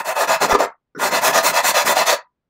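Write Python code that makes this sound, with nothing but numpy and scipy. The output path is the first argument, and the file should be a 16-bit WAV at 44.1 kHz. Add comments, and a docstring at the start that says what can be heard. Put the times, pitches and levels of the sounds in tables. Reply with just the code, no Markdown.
"""Filing a cookie on a rasp

A baked cookie's edge scrubs back and forth on a long steel rasp, about nine strokes a second, in two
bouts. Each catch of the teeth knocks the blade into ringing, while the breaking crust crackles and
hisses. The rasp slips on the counter, bumps it and is set back. A small kitchen answers, and a noise
suppressor swallows the tails."""
import sys
import numpy as np
from scipy import signal
from scipy.fft import rfft, irfft, next_fast_len
from scipy.io import wavfile
from scipy.ndimage import uniform_filter1d, map_coordinates

SR = 44100
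rng = np.random.default_rng(int(sys.argv[2]) if len(sys.argv) > 2 else 0)


def wav_record(signal):
    """Record a signal, one row per channel, as 16-bit PCM in the file named by sys.argv[1]."""
    frames = np.transpose(np.atleast_2d(signal))
    bounded = np.clip(frames, -1, 1)
    # unit amplitude maps onto the largest positive 16-bit level
    quanta = np.round(bounded * 32767).astype(np.int16)
    wavfile.write(sys.argv[1], SR, quanta)


N = 109985

# The hand's strokes. Each row: start and end in seconds, hardest press and fastest point as shares of
# the stroke, relative levels of blade, crackle, hiss and counter in dB, slip 0-1, share of push 0-1.
STROKES = [(-0.062, 0.022, 0.52, 0.22, -19.5, -31.5, -32, -37.5, 0.037, 0.9),
           (0.045, 0.137, 0.69, 0.53, -24.5, -33, -35, -49.5, 0.049, 0.43),
           (0.15, 0.258, 0.68, 0.67, -19.5, -29.5, -32, -62.5, 0.13, 0.12),
           (0.271, 0.374, 0.39, 0.37, -18.5, -25.5, -34, -38.5, 0.0, 0.49),
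           (0.403, 0.471, 0.41, 0.53, -18.5, -23.5, -31.5, -32.5, 0.36, 0.59),
           (0.48, 0.539, 0.85, 0.74, -18.5, -27.5, -36.5, -36, 0.56, 0.84),
           (0.538, 0.564, 0.65, 0.34, -14.5, -26.5, -42, -46, 1, 0.88),
           (0.585, 0.662, 0.34, 0.3, -19, -29.5, -39.5, -60, 0.81, 0.3),
           (0.99, 1.101, 0.48, 0.57, -21, -26, -30, -38, 0.39, 0.92),
           (1.108, 1.204, 0.39, 0.5, -18.5, -24.5, -32.5, -33.5, 0.024, 0.43),
           (1.211, 1.319, 0.62, 0.49, -18, -23, -26, -36, 0.093, 0.47),
           (1.324, 1.421, 0.38, 0.42, -17.5, -21, -29.5, -35.5, 0.042, 0.095),
           (1.426, 1.521, 0.52, 0.39, -19, -22, -25, -31, 0.0, 0.94),
           (1.528, 1.618, 0.54, 0.45, -17, -22, -32, -46.5, 0.017, 0.39),
           (1.631, 1.726, 0.46, 0.51, -19.5, -20, -24, -36.5, 0.014, 0.92),
           (1.738, 1.84, 0.25, 0.4, -16.5, -21, -30, -41, 0.0, 0.18),
           (1.847, 1.945, 0.5, 0.34, -19, -21, -24.5, -33, 0.074, 0.69),
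           (1.947, 2.047, 0.61, 0.39, -19, -23, -32, -40.5, 0.017, 0.13),
           (2.055, 2.157, 0.42, 0.37, -18, -19.5, -27, -60.5, 0.066, 0.35)]
# What lingers at the turn of a stroke. Each entry: layer, level in dB relative to its stroke.
TURN_DB = {"blade": -23, "crackle": -20, "hiss": -18}
# The blade's ring. Each row: pitch in Hz, width in Hz, relative level in dB when pulled, when pushed.
BLADE_MODES = [(523.7, 16, -18, -15), (583, 16, 0.5, -9), (659.7, 33, 7, -9), (883, 65, -0.5, -5.5),
               (988.7, 57, -5.5, 2), (1255, 55, 0, -11), (1420, 48, -19.5, -5), (1733, 88, -2, -7.5),
               (1982, 82, -7, -5), (2584, 69, -4.5, -7.5)]
# The steel's high shimmer. Each row: pitch in Hz, width in Hz, relative level in dB.
STEEL_MODES = [(3520, 170, 3.5), (4226, 120, 5.5), (7056, 220, 2)]
# Tone curves for the firm rasp, the slipping rasp, breaking crust, fine crumbs, the counter, the rasp
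# touching down and the noise floor. Each row: frequency in Hz, relative level in dB.
FIRM_TONE = [(60, -45), (150, -37.5), (250, -27), (400, -15), (520, 6), (750, 3), (1100, 3.5), (1550, -6.5),
             (2100, -18.5), (2900, -14.5), (5000, -21), (9000, -69)]
SLIP_TONE = [(60, -39.5), (160, -16.5), (300, -10.5), (440, 3), (850, 0), (1350, -1), (1900, -13),
             (2700, -25), (7000, -53)]
CRACKLE_TONE = [(200, -57.5), (1000, 0), (2200, 0), (3100, -5), (4600, -2), (6200, 0), (8000, -12),
                (10000, -14), (15000, -22)]
HISS_TONE = [(3000, -36.5), (7000, -3.5), (10800, -8), (12500, -7), (15500, -7.5), (17000, -4)]
COUNTER_TONE = [(25, -21.5), (105, -26.5), (150, -2), (190, -3.5), (245, 1), (330, -1.5), (700, -7),
                (2000, -76)]
KNOCK_TONE = [(60, -42.5), (150, 2), (260, 10), (430, 10.5), (700, -29.5), (1450, 5), (2300, -27.5),
              (4400, -34.5), (5600, -19), (7500, -59)]
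FLOOR_TONE = [(170, -2), (1200, -16), (12000, -42)]
# A tooth snags. Each row: start in seconds, strength in dB, pitch in Hz (set by where the blade is held).
SNAGS = [(.165, -13, 900), (.307, -14, 690), (.413, -11, 760), (.510, -8.5, 860), (.551, -8, 960),
         (.603, -13, 600), (1.642, -14, 720), (1.769, -9.5, 790), (1.967, -9, 740)]
# The closing judder. In order: start and end in seconds, first and last pitch in Hz, level in dB.
SLIDE_OFF = (2.105, 2.15, 760, 470, -16)
# The released blade. In order: pitch in Hz, level in dB, seconds to fall 60 dB.
FREE_RING = (985, -34.5, 0.37)
# The rasp touches down on the counter. Each row: start in seconds, level in dB.
TOUCHDOWNS = [(0.949, -31.5), (.960, -32.5), (0.974, -49.5)]
# Dull thuds. Each row: start in seconds, level in dB, pitch in Hz, seconds to fall 60 dB.
BUMPS = [(0.524, -23, 39.4, 0.11), (0.53, -20.5, 141, 0.033)]
# The kitchen's decay. 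Each row: frequency in Hz, seconds to fall 60 dB.
ROOM_DECAY = [(100, .45), (400, .18), (1400, .235), (3000, .21), (12000, .125)]
# The kitchen's reverb send. Each row: frequency in Hz, level in dB.
ROOM_SEND = [(100, -5.5), (1200, -5), (4000, -8.5), (12000, -13.5)]
# The noise suppressor. Each row: frequency in Hz, threshold in dB.
GATE_THRESHOLD = [(100, -65), (400, -47.5), (1200, -67.5), (3000, -70.5), (15000, -85)]

JUDDER_RAD, JUDDERS_PER_S = .5, 160  # phase shake that roughens the blade's notes


def blade():
    """Teeth catch and knock the blade: a push favours its upper ring, a slip turns it lower and duller."""
    _, _, press, _, level_db, _, _, _, slip, push = np.transpose(STROKES)
    slip, push = np.clip([slip, push], .001, .999)
    hz, width, pull_db, push_db = np.transpose(BLADE_MODES)
    drive = lambda share: stroke_swell(level_db + 10 * np.log10(share), press, TURN_DB["blade"], 0.77)
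    snaps = lambda: catches(per_s=2600, spread_db=6.5)
    ring = lambda mode_db: drifting(resonate(snaps(), list(zip(hz, width, mode_db))), detune=.014)
    pulled = drive((1 - slip) * (1 - push)) * ring(pull_db)
    pushed = drive((1 - slip) * push) * ring(push_db)
    clatter = drive(1 - slip) * patchy(coloured(snaps(), FIRM_TONE))
    slide = drive(slip) * patchy(coloured(snaps(), SLIP_TONE))
    return amp(1.02) * (pulled + pushed) + amp(-4.5) * clatter + amp(3.5) * slide


def crust():
    """Breaking crust crackles and rings the steel; fine crumbs hiss; the counter drones along."""
    _, _, _, fastest, _, crackle_db, hiss_db, counter_db, _, _ = np.transpose(STROKES)
    snaps = catches(per_s=4500, spread_db=1.5)
    steel = amp(-4) * drifting(resonate(snaps, STEEL_MODES), detune=.025)
    crackle = patchy(unit(coloured(snaps, CRACKLE_TONE)) + steel)
    crackle *= amp(1) * stroke_swell(crackle_db, fastest, TURN_DB["crackle"])
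    hiss = patchy(coloured(catches(per_s=7600, spread_db=4), HISS_TONE))
    hiss *= amp(4.5) * stroke_swell(hiss_db, fastest, TURN_DB["hiss"])
    drone = unit(coloured(catches(per_s=340, spread_db=-1.5), COUNTER_TONE))
    drone *= stroke_swell(counter_db, fastest, TURN_DB["blade"], sharpness=0.18)
    clumps = amp(wobble(per_s=78))  # crumbs break off in clumps, swaying the level by about 1 dB
    return clumps * (crackle + hiss) + drone


def snags(rise_s=.001, fade_s=.007, low_hz=380):
    """A snagging tooth jolts the blade into a short rough note with a burst of grit."""
    t, out = np.arange(N) / SR, np.zeros(N)
    grit = amp(-4) * unit(coloured(rng.standard_normal(N), FIRM_TONE))
    judder = JUDDER_RAD * wobble(2 * JUDDERS_PER_S)
    for start, db, hz in SNAGS:
        age = np.maximum(t - start, 0)
        jolt = amp(db) * (1 - np.exp(-age / rise_s)) * np.exp(-age / fade_s)
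        note = np.sqrt(2) * np.sin(2 * np.pi * hz * age + judder)
        out += jolt * (note + grit)
    # cut the bass so each snag is a short rough note without a thump
    return filtered(out, lambda f: (f * f / (f * f - 1j * np.sqrt(2) * f * low_hz - low_hz ** 2)) ** 2)


def slide_off():
    """The blade judders on a falling note as the cookie slides off its end."""
    start, end, from_hz, to_hz, db = SLIDE_OFF
    progress = np.interp(np.arange(N) / SR, [start, end], [0, 1])
    phase = 2 * np.pi * np.cumsum(from_hz + (to_hz - from_hz) * progress) / SR
    swell = amp(db) * np.sin(np.pi * progress) ** 2
    return swell * np.sqrt(2) * np.sin(phase + JUDDER_RAD * wobble(JUDDERS_PER_S))


def free_ring():
    """Released by the last stroke, the blade rings out faintly."""
    hz, db, t60 = FREE_RING
    age = np.maximum(np.arange(N) / SR - SLIDE_OFF[1], 0)
    fade = amp(db - 60 * age / t60) * (age > 0)
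    return fade * np.sin(2 * np.pi * hz * age + JUDDER_RAD * wobble(JUDDERS_PER_S))


def knocks(t60=0.18):
    """The rasp is set back on the counter with a short soft rattle."""
    t, rattle = np.arange(N) / SR, rng.standard_normal(N)
    hits = sum((t >= start) * amp(db - 60 * np.abs(t - start) / t60) for start, db in TOUCHDOWNS)
    return coloured(hits * rattle, KNOCK_TONE) / coloured(rattle, KNOCK_TONE).std()


def bumps():
    """Hand and rasp send low thuds through the counter."""
    t, out = np.arange(N) / SR, np.zeros(N)
    for start, db, hz, t60 in BUMPS:
        age = np.maximum(t - start, 0)
        out += amp(db - 60 * age / t60) * np.sin(2 * np.pi * hz * age)
    return out


def kitchen(x, predelay_s=.004):
    """The room's short answer, each frequency dying at its own speed."""
    hz, t, noise = signal.stft(rng.standard_normal(SR // 2), SR, nperseg=256)
    fade = amp(-60 * t / along(ROOM_DECAY, hz)[:, None])
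    band_size = np.sqrt(np.mean(fade ** 2, axis=1, keepdims=True) * (SR // 2))
    fade *= amp(along(ROOM_SEND, hz))[:, None] / band_size
    tail = signal.istft(noise * fade, SR, nperseg=256)[1]
    return signal.fftconvolve(x, np.pad(tail, (int(predelay_s * SR), 0)))[:N]


def stroke_swell(levels_db, peaks, turn_db, sharpness=1.0, linger_s=.0085):
    """An envelope that swells and eases once a stroke; the scratch lingers through each turn."""
    t, gain = np.arange(N) / SR, np.zeros(N)
    for (start, end, *_), db, peak in zip(STROKES, levels_db, peaks):
        progress = np.interp(t, [start, start + peak * (end - start), end], [0, .5, 1])
        swell = np.abs(np.sin(np.pi * progress)) ** sharpness
        outside_s = np.maximum(np.maximum(start - t, t - end), 0)
        linger = amp(turn_db) * np.exp(-outside_s / linger_s)
        gain = np.maximum(gain, amp(db) * (swell + linger))
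    return gain


def catches(per_s, spread_db):
    """Crumbs snap on the teeth: random clicks of uneven size."""
    hit = rng.random(N) < per_s / SR
    return hit * rng.choice([-1, 1], N) * amp(spread_db * np.clip(rng.standard_normal(N), -2, 2))


def resonate(x, modes):
    """Ring x through a bank of resonances of alternating polarity."""
    return filtered(x, lambda f: sum((-1) ** k * amp(db) * 1j * f * width
                                     / (hz * hz - f * f + 1j * f * width)
                                     for k, (hz, width, db) in enumerate(modes)))


def drifting(x, detune):
    """A ring wanders by a share of its pitch as the cookie travels; comes out at rms 1."""
    playhead = np.cumsum(1 + detune * wobble(per_s=9))
    return unit(map_coordinates(x, [playhead], mode="mirror"))


def patchy(x, depth_db=2.5, patch_hz=301.7, patch_s=.04):
    """The colour shifts in random patches as the cookie damps other parts of the blade; rms 1."""
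    bands = signal.stft(x, SR, nperseg=512)[2]
    rows, cols = np.indices(bands.shape)
    grid = [rows * SR / 512 / patch_hz, cols * 256 / SR / patch_s]
    patches = map_coordinates(rng.standard_normal((260, 260)), grid)
    return unit(signal.istft(bands * amp(depth_db * patches), SR, nperseg=512)[1][:N])


def wobble(per_s):
    """A smooth random curve through per_s points a second."""
    return map_coordinates(rng.standard_normal(1000), [np.arange(N) * per_s / SR], mode="wrap")


def coloured(x, tone):
    """Shape x with a tone curve, minimum phase so that attacks stay crisp."""
    def response(hz):
        cepstrum = irfft(np.log(amp(along(tone, hz))))
        half = len(cepstrum) // 2
        cepstrum[1:half] *= 2
        cepstrum[half + 1:] = 0
        return np.exp(rfft(cepstrum))
    return filtered(x, response)


def filtered(x, response):
    """Pass x through a complex frequency response."""
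    size = 2 * next_fast_len(N // 2 + SR // 4)
    return irfft(rfft(x, size) * response(np.fft.rfftfreq(size, 1 / SR)), size)[:N]


def along(points, hz):
    """Read a curve of (Hz, value) points on a log frequency axis."""
    point_hz, values = np.transpose(points)
    return np.interp(np.log(hz + 1), np.log(point_hz + 1), values)


def amp(db):
    """Decibels to gain."""
    return 10 ** (np.asarray(db) / 20)


def unit(x):
    """Scale to rms 1."""
    return x / np.sqrt(np.mean(x ** 2) + 1e-20)


def scene():
    """Rasp and cookie feed the kitchen reverb; the thuds and the last ring stay dry."""
    direct = blade() + crust() + knocks() + slide_off() + snags()
    return (direct + kitchen(direct) + bumps() + free_ring())[None]


def record(dry, top_hz=15700):
    """A noise suppressor shuts each weak band over a faint noise floor; the very top is cut off."""
    hz, _, bands = signal.stft(dry[0], SR, nperseg=512)
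    power = np.abs(uniform_filter1d(np.abs(bands) ** 2, size=5, axis=0))
    gate = power / (power + amp(along(GATE_THRESHOLD, hz))[:, None] ** 2)
    gated = signal.istft(bands * gate, SR, nperseg=512)[1][:N]
    floor = amp(-80.5) * unit(coloured(rng.standard_normal(N), FLOOR_TONE))
    return filtered(gated + floor, lambda f: (1 - np.tanh((f - top_hz) / 60)) / 2)[None]


dry = scene()
out = record(dry)
wav_record(out)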